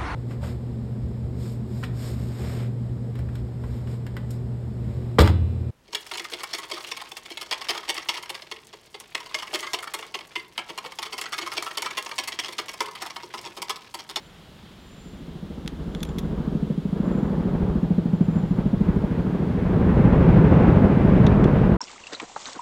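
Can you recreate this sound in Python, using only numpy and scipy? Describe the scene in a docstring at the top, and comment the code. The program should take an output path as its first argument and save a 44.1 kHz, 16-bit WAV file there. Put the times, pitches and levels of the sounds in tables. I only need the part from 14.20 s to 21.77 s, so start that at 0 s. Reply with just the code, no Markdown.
"""Two heavy helicopters approach a wooded river bank; the nearer passes overhead, the other keeps coming.
Each blade passage radiates a low thump, a hollow thud and, by blade-vortex interaction, a rough slap.
The two pulse trains differ slightly in period and slide through each other over swelling rotor wash.
Behind them leaves hiss, a small bird repeats a thin high whistle, and dry twigs fracture close by."""
import sys
import numpy as np
from scipy import signal
from scipy.fft import rfft, irfft, next_fast_len
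from scipy.io import wavfile
from scipy.ndimage import uniform_filter1d

SR = 44100
rng = np.random.default_rng(int(sys.argv[2]) if len(sys.argv) > 2 else 0)


def dump(signal):
    """Clip the signal to [-1, 1] and save it as 16-bit WAV at the path in sys.argv[1]."""
    limited = np.clip(np.atleast_2d(signal).T, -1, 1)
    pcm = np.round(limited * 32767).astype(np.int16)
    wavfile.write(sys.argv[1], SR, pcm)


N = 333837
TIME = np.arange(N) / SR

# Spectrum of leaves and distant countryside: f/Hz, relative spectral level/dB
LEAF_SPECTRUM = [(15, -38), (25, 6), (183, 5.5), (240, -1.5), (495, -4.5), (1410, -8.5), (1530, -9),
                 (1710, -10.5), (2170, -10.5), (2360, -13), (3260, -7.5), (6210, -23), (6920, -21.5),
                 (7500, -24.5), (15500, -31.5)]
# Bird whistles: onset t/s, duration/s, initial f/Hz, final f/Hz, level before reverberation/dB
WHISTLES = [(-.4, .65, 7300, 7130, -66), (.45, .66, 7290, 7130, -61), (1.53, .66, 7180, 7150, -64),
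            (2.46, .84, 7380, 7080, -65), (3.68, .86, 7330, 7110, -65)]
# Twig fractures: t/s, peak level/dB, splintering time/s, upper cutoff f/Hz
FRACTURES = [(1.461, -35, 0.002, 6500), (1.477, -19, 0.0026, 7400), (1.749, -26.5, 0.0017, 7500),
             (1.805, -34, .002, 6500), (1.83, -19.5, 0.0045, 13000), (1.85, -36, 0.0044, 12000),
             (1.889, -37.5, 0.0049, 8000), (1.984, -24.5, 0.012, 16000), (7.066, -17.5, 0.0057, 3900),
             (7.241, -23, 0.0054, 4500)]
# Modes of dry wood: f/Hz, bandwidth/Hz, gain/dB
WOOD_MODES = [(1990, 2000, 4), (3330, 220, -3.5), (3410, 160, 12.5), (5570, 1200, -5), (6350, 530, -12.5),
              (9300, 1100, -4.5), (11360, 1410, -7)]
# Envelope of the rotor wash: t/s, relative rush level/dB, relative thump level/dB
WASH_LEVELS = [(0, -71.5, -68), (.76, -63.5, -52), (1.0, -55, -45), (1.67, -47, -35), (2.21, -42, -33),
               (2.62, -50.5, -44), (2.87, -37.5, -35), (3.48, -38, -29), (3.75, -43.5, -41),
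               (4.5, -42, -32.5), (4.85, -37.5, -34), (5.33, -37, -34), (5.71, -29, -26), (6.0, -26.5, -22),
               (6.45, -24.5, -24), (6.75, -28, -25.5), (7.05, -26.5, -23.5), (7.57, -29, -25.5)]
# Spectrum of the turbulent air: f/Hz, relative spectral level/dB
WASH_SPECTRUM = [(15, -52.5), (25, -9.5), (64, 10), (97, 0.5), (167, 0), (286, -9), (375, -10), (730, -23),
                 (826, -22), (1170, -26), (1610, -28.5), (1730, -32), (2630, -43.5), (4410, -62),
                 (9000, -81.5), (11700, -106), (19800, -120)]
# Brief surges of turbulence: t/s, gain/dB
SURGES = [(4.172, 5.5), (4.402, 5), (4.695, 4.5)]
# Pulses of the far helicopter: t/s, delay behind a steady beat/ms, relative level/dB
FAR_PULSES = [(0, 42, -69), (.6, 28.5, -43.5), (.85, 35.6, -28.5), (1.25, 27.7, -23.5), (2.05, 25.6, -18),
              (2.3, 24, -8.5), (2.6, 25, -11.5), (2.8, 22, -10.5), (3.45, 24.3, -13), (3.7, 24, -6.5),
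              (4.02, 26, -7), (4.2, 22, -17.5), (5.3, 12.88, -16), (5.8, 10.3, -5.5), (6.15, 7.45, -19),
              (6.7, 6.77, -2.5), (7.2, 7.4, -7), (7.57, 6.6, -10)]

FAR_PERIOD_S, NEAR_PERIOD_S = .0752, .076493  # between blade passages
CLOSEST_S, CLOSEST_M, FLIGHT_M_S, SOUND_M_S = 4.91, 27.0, 18.49, 343  # the near one's straight flight


def undb(db):
    """Amplitude ratio of a level in decibels."""
    return 10 ** (np.asarray(db) / 20)


def unit(x):
    """Normalisation to unit rms."""
    return x / np.sqrt(np.mean(x ** 2))


def curves(table, at):
    """Linear interpolation of a table's columns in time."""
    s, *columns = np.transpose(table)
    return [np.interp(at, s, column) for column in columns]


def step(at, middle_s, rise_s):
    """Sigmoid transition from 0 to 1."""
    return .5 + .5 * np.tanh((at - middle_s) / (2 * rise_s))


def swell(at, middle_s, width_s):
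    """Gaussian rise to 1 and back."""
    return np.exp(-((at - middle_s) / width_s) ** 2)


def puff(rise_s, fall_s):
    """Envelope of exponential growth and decay."""
    t = TIME[:SR // 5]
    return (1 - np.exp(-t / rise_s)) * np.exp(-t / fall_s)


def ring(x, hz, width_hz):
    """Second-order resonance with unit gain at its centre."""
    return signal.lfilter(*signal.iirpeak(hz, hz / width_hz, fs=SR), x)


def band(x, lo_hz, hi_hz, order=3):
    """Maximally flat band-pass filter."""
    return signal.sosfilt(signal.butter(order, [lo_hz, hi_hz], "band", fs=SR, output="sos"), x)


def noise(spectrum):
    """Spectral shaping of white noise by (f/Hz, level/dB) points, at unit rms."""
    hz, db = np.transpose(spectrum)
    size = next_fast_len(N, True)
    bin_hz = np.maximum(np.fft.rfftfreq(size, 1 / SR), 1)
    gain = undb(np.interp(np.log(bin_hz), np.log(hz), db))
    return unit(irfft(rfft(rng.standard_normal(size)) * gain, size)[:N])


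def wander(rate_hz):
    """Low-pass random fluctuation of unit rms."""
    hold = int(SR / rate_hz)
    stairs = np.repeat(rng.standard_normal(N // hold + 1), hold)
    return unit(uniform_filter1d(uniform_filter1d(stairs, hold), hold)[:N])


def superpose(times, sizes, shape, lead):
    """Linear superposition of one shape at each time, begun lead samples early."""
    out = np.zeros(N + 2 * SR)
    for t, size in zip(times, sizes * np.ones(len(times))):
        start = SR + int(t * SR) - lead
        out[start:start + len(shape)] += size * shape
    return out[SR:SR + N]


def pulse_train(times, sizes, shape):
    """Repetition of a pulse with its peak on each beat."""
    peak = np.argmax(np.abs(shape))
    return superpose(times, sizes, shape / shape[peak], peak)


def pressure_pulse(hz, width_hz, order):
    """Band limiting: distance rounds a blade's impulse to a few oscillations."""
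    shape = signal.unit_impulse(SR // 10)
    for _ in range(order):
        shape = ring(shape, hz, width_hz)
    return shape


def leaves():
    """Incoherent addition: leaves and distant countryside merge into nearly steady noise."""
    return noise(LEAF_SPECTRUM) * undb(-47.5 - 1.5 + 0.23 * wander(1.3))


def bird():
    """Thin tones glide downward and are blurred by reverberation among the trees."""
    song, quaver_hz = np.zeros(N), 35 * wander(60)
    for start, length, from_hz, to_hz, db in WHISTLES:
        sung = (TIME > start) & (TIME < start + length)
        progress = (TIME[sung] - start) / length
        hz = from_hz + (to_hz - from_hz) * progress + quaver_hz[sung]
        song[sung] += undb(db) * np.sin(np.pi * progress) ** 2 * np.sin(2 * np.pi * np.cumsum(hz) / SR)
    t = TIME[:SR // 3]
    reverb = rng.standard_normal(len(t)) * np.exp(-t / 0.062)
    return signal.oaconvolve(song, reverb / np.linalg.norm(reverb))[:N]


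def twigs():
    """Breaking fibres excite the modes of dry wood; leaves absorb treble and return a faint tail."""
    out, t = np.zeros(N + SR), TIME[:SR // 5]
    tail = .12 * np.exp(-t / 0.0085) + .018 * np.exp(-t / .04)
    for s, db, splinter_s, top_hz in FRACTURES:
        fibres = rng.standard_normal(len(t)) * (np.exp(-(t / splinter_s) ** 2) + tail)
        wood = sum(undb(mode_db) * ring(fibres, hz, width) for hz, width, mode_db in WOOD_MODES)
        snap = band(wood, 700, top_hz, order=2)
        start = int(s * SR)
        out[start:start + len(t)] += undb(db) * snap / np.abs(snap).max()
    return out[:N]


def far_beats():
    """Propagation delay: the changing path bends the rate of the far helicopter's arrivals."""
    steady = np.arange(0, TIME[-1], FAR_PERIOD_S)
    delay_ms = curves(FAR_PULSES, steady)[0]
    return steady + delay_ms / 1000


def near_beats():
    """Doppler effect: the near helicopter's arrivals crowd on approach and spread as it recedes."""
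    emitted = np.arange(.0245 - 2 * NEAR_PERIOD_S, TIME[-1], NEAR_PERIOD_S)
    range_m = np.hypot(FLIGHT_M_S * (emitted - CLOSEST_S), CLOSEST_M)
    arrivals = emitted + (range_m - CLOSEST_M) / SOUND_M_S
    return arrivals[arrivals < TIME[-1]]


def tree_echoes(times, sizes, pulse, envelope, drift_hz):
    """Multipath scattering: four echo patterns recur each beat, their mix drifting as the source moves."""
    out, peak = np.zeros(N), np.argmax(np.abs(pulse))
    for _ in range(4):
        echo = signal.fftconvolve(pulse, envelope * rng.standard_normal(len(envelope)))
        out += wander(drift_hz) * superpose(times, sizes, unit(echo), peak)
    return unit(out)


def ground_reflection(sound, elevation):
    """Destructive interference at low angles cancels the band between thump and thud."""
    return sound - (1 - elevation) * ring(sound, hz=119, width_hz=96)


def thumps(near, far, air):
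    """Thickness noise: air displaced by the blades gives low pulses, joined by deep turbulence."""
    thump = pressure_pulse(hz=56.2, width_hz=83, order=3)
    pulses = pulse_train(near + 0.0049, 0.79, thump) + 0.92 * pulse_train(far + 0.01867, 0.62, thump)
    return unit(unit(pulses) + 0.53 * unit(band(air, 18, 110)))


def rumble(far, air, rush_db, elevation):
    """Turbulence and a drone of merged echoes add in power; the drone's share grows with elevation."""
    pulse = pressure_pulse(hz=163, width_hz=62, order=3)
    drone = tree_echoes(far, 1, pulse, puff(0.0072, 0.058), drift_hz=1.208)
    air_share = .87 - 0.1 * elevation
    mix = np.sqrt(air_share) * unit(band(air, 100.7, 440)) + np.sqrt(1 - air_share) * drone
    level_db = 0.86 * rush_db + 8.5  # low sound carries farther and swells less
    departure_db = -4 * step(TIME, middle_s=7.2, rise_s=.06)
    return mix * undb(level_db + departure_db)


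def rotor_wash():
    """Turbulent noise, amplitude-modulated at the blade-passage rates, swells above the thumps."""
    surge_db = sum(db * swell(TIME, s, width_s=0.055) for s, db in SURGES)
    rush_db, thump_db = curves(WASH_LEVELS, TIME) + surge_db
    elevation = 0.92 * step(TIME, middle_s=3.23, rise_s=0.28)  # 0 behind the trees, 1 in open sky
    near, far = near_beats(), far_beats()
    swish = puff(0.024, 0.015)
    throb = unit(1 + .5 * pulse_train(near, 0.62, swish) + 0.083 * pulse_train(far, 0.49, swish))
    air = noise(WASH_SPECTRUM)
    low = thumps(near, far, air) * undb(thump_db + 1)
    body = rumble(far, air, rush_db, elevation)
    rush = unit(band(air, 431.4, 1913)) * undb(rush_db + 2.5 + 0.3 * wander(14))
    hiss_db = rush_db - 13 + 4.5 * elevation  # treble gains as the trees cease to screen it
    hiss = unit(band(air, 1557, 9000)) * undb(hiss_db + 0.77 * wander(14))
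    return ground_reflection(low + throb * (body + rush + hiss), elevation)


def vortex_slap(times, sizes, torn_db):
    """Blade-vortex interaction: cutting a tip vortex gives a sharp crack and a burst of torn air."""
    crack = band(pressure_pulse(hz=600, width_hz=440, order=2), 160, 1100, order=2)
    air = noise([(100, -6.5), (300, 5), (450, 2.5), (750, -14), (1400, -25), (3000, -40), (8000, -68)])
    torn_air = pulse_train(times, sizes, puff(0.0093, 0.01)) * air
    return pulse_train(times, sizes, crack) + undb(torn_db) * torn_air


def blades(times, thud_db, slap_db, thud_hz, width_hz, echo_db, torn_db):
    """Impulsive rotor noise: each blade radiates a thud, trailed by tree echoes, and a slap."""
    thud_spread, slap_spread = rng.standard_normal((len(times), 2)).T
    thud_sizes, slap_sizes = undb(thud_db + 0.52 * thud_spread), undb(slap_db + 2.2 * slap_spread)
    thud = pressure_pulse(thud_hz, width_hz, order=4)
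    thuds = pulse_train(times, thud_sizes, thud)
    echoes = tree_echoes(times, thud_sizes, thud, puff(0.0026, 0.013), drift_hz=3) * np.std(thuds)
    return thuds + undb(echo_db) * echoes + vortex_slap(times, slap_sizes, torn_db)


def far_rotor():
    """Impulsive noise at long range: the far helicopter is mostly thud, with a soft slap."""
    times = far_beats()
    level_db = curves(FAR_PULSES, times)[1]
    return blades(times, level_db - 3, level_db - 34, thud_hz=182, width_hz=160, echo_db=-10.5, torn_db=10)


def rear_rotor():
    """Interleaved pulse trains: once past, the near helicopter adds deeper thuds between its beats."""
    times = near_beats() + .0525
    beats = blades(times, thud_db=-6.5, slap_db=-26.5, thud_hz=141, width_hz=190, echo_db=-2, torn_db=6.5)
    return beats * step(TIME, middle_s=7.03, rise_s=0.081)


def front_rotor():
    """Directivity: the near helicopter's front rotor follows its wash in level and beams thuds forward."""
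    times = near_beats()
    rush_db = curves(WASH_LEVELS, times)[0]
    beam_s, sweep_s = 4.48, 0.49
    beam_db = 15 * swell(times, beam_s, sweep_s) - 9 * step(times, beam_s + 2 * sweep_s, sweep_s)
    thud_db = rush_db + 19.5 + beam_db
    slap_db = rush_db + 3 + .35 * beam_db  # the slap is less directional
    return blades(times, thud_db, slap_db, thud_hz=182.6, width_hz=140, echo_db=-13, torn_db=3)


def scene():
    """Superposition of both helicopters and the river bank in one channel."""
    return (far_rotor() + front_rotor() + rear_rotor() + rotor_wash() + leaves() + bird() + twigs())[None]


def record(dry):
    """Soft saturation rounds the peaks, a brief fade closes the sound and a low-pass cuts the top."""
    rounded = dry / (1 + np.abs(dry / .9) ** 6) ** (1 / 6)
    fade = np.minimum((TIME[-1] - TIME) / .004, 1)
    low_pass = signal.ellip(10, .1, 80, 15800, fs=SR, output="sos")
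    return signal.sosfilt(low_pass, rounded * fade)


dry = scene()
out = record(dry)
dump(out)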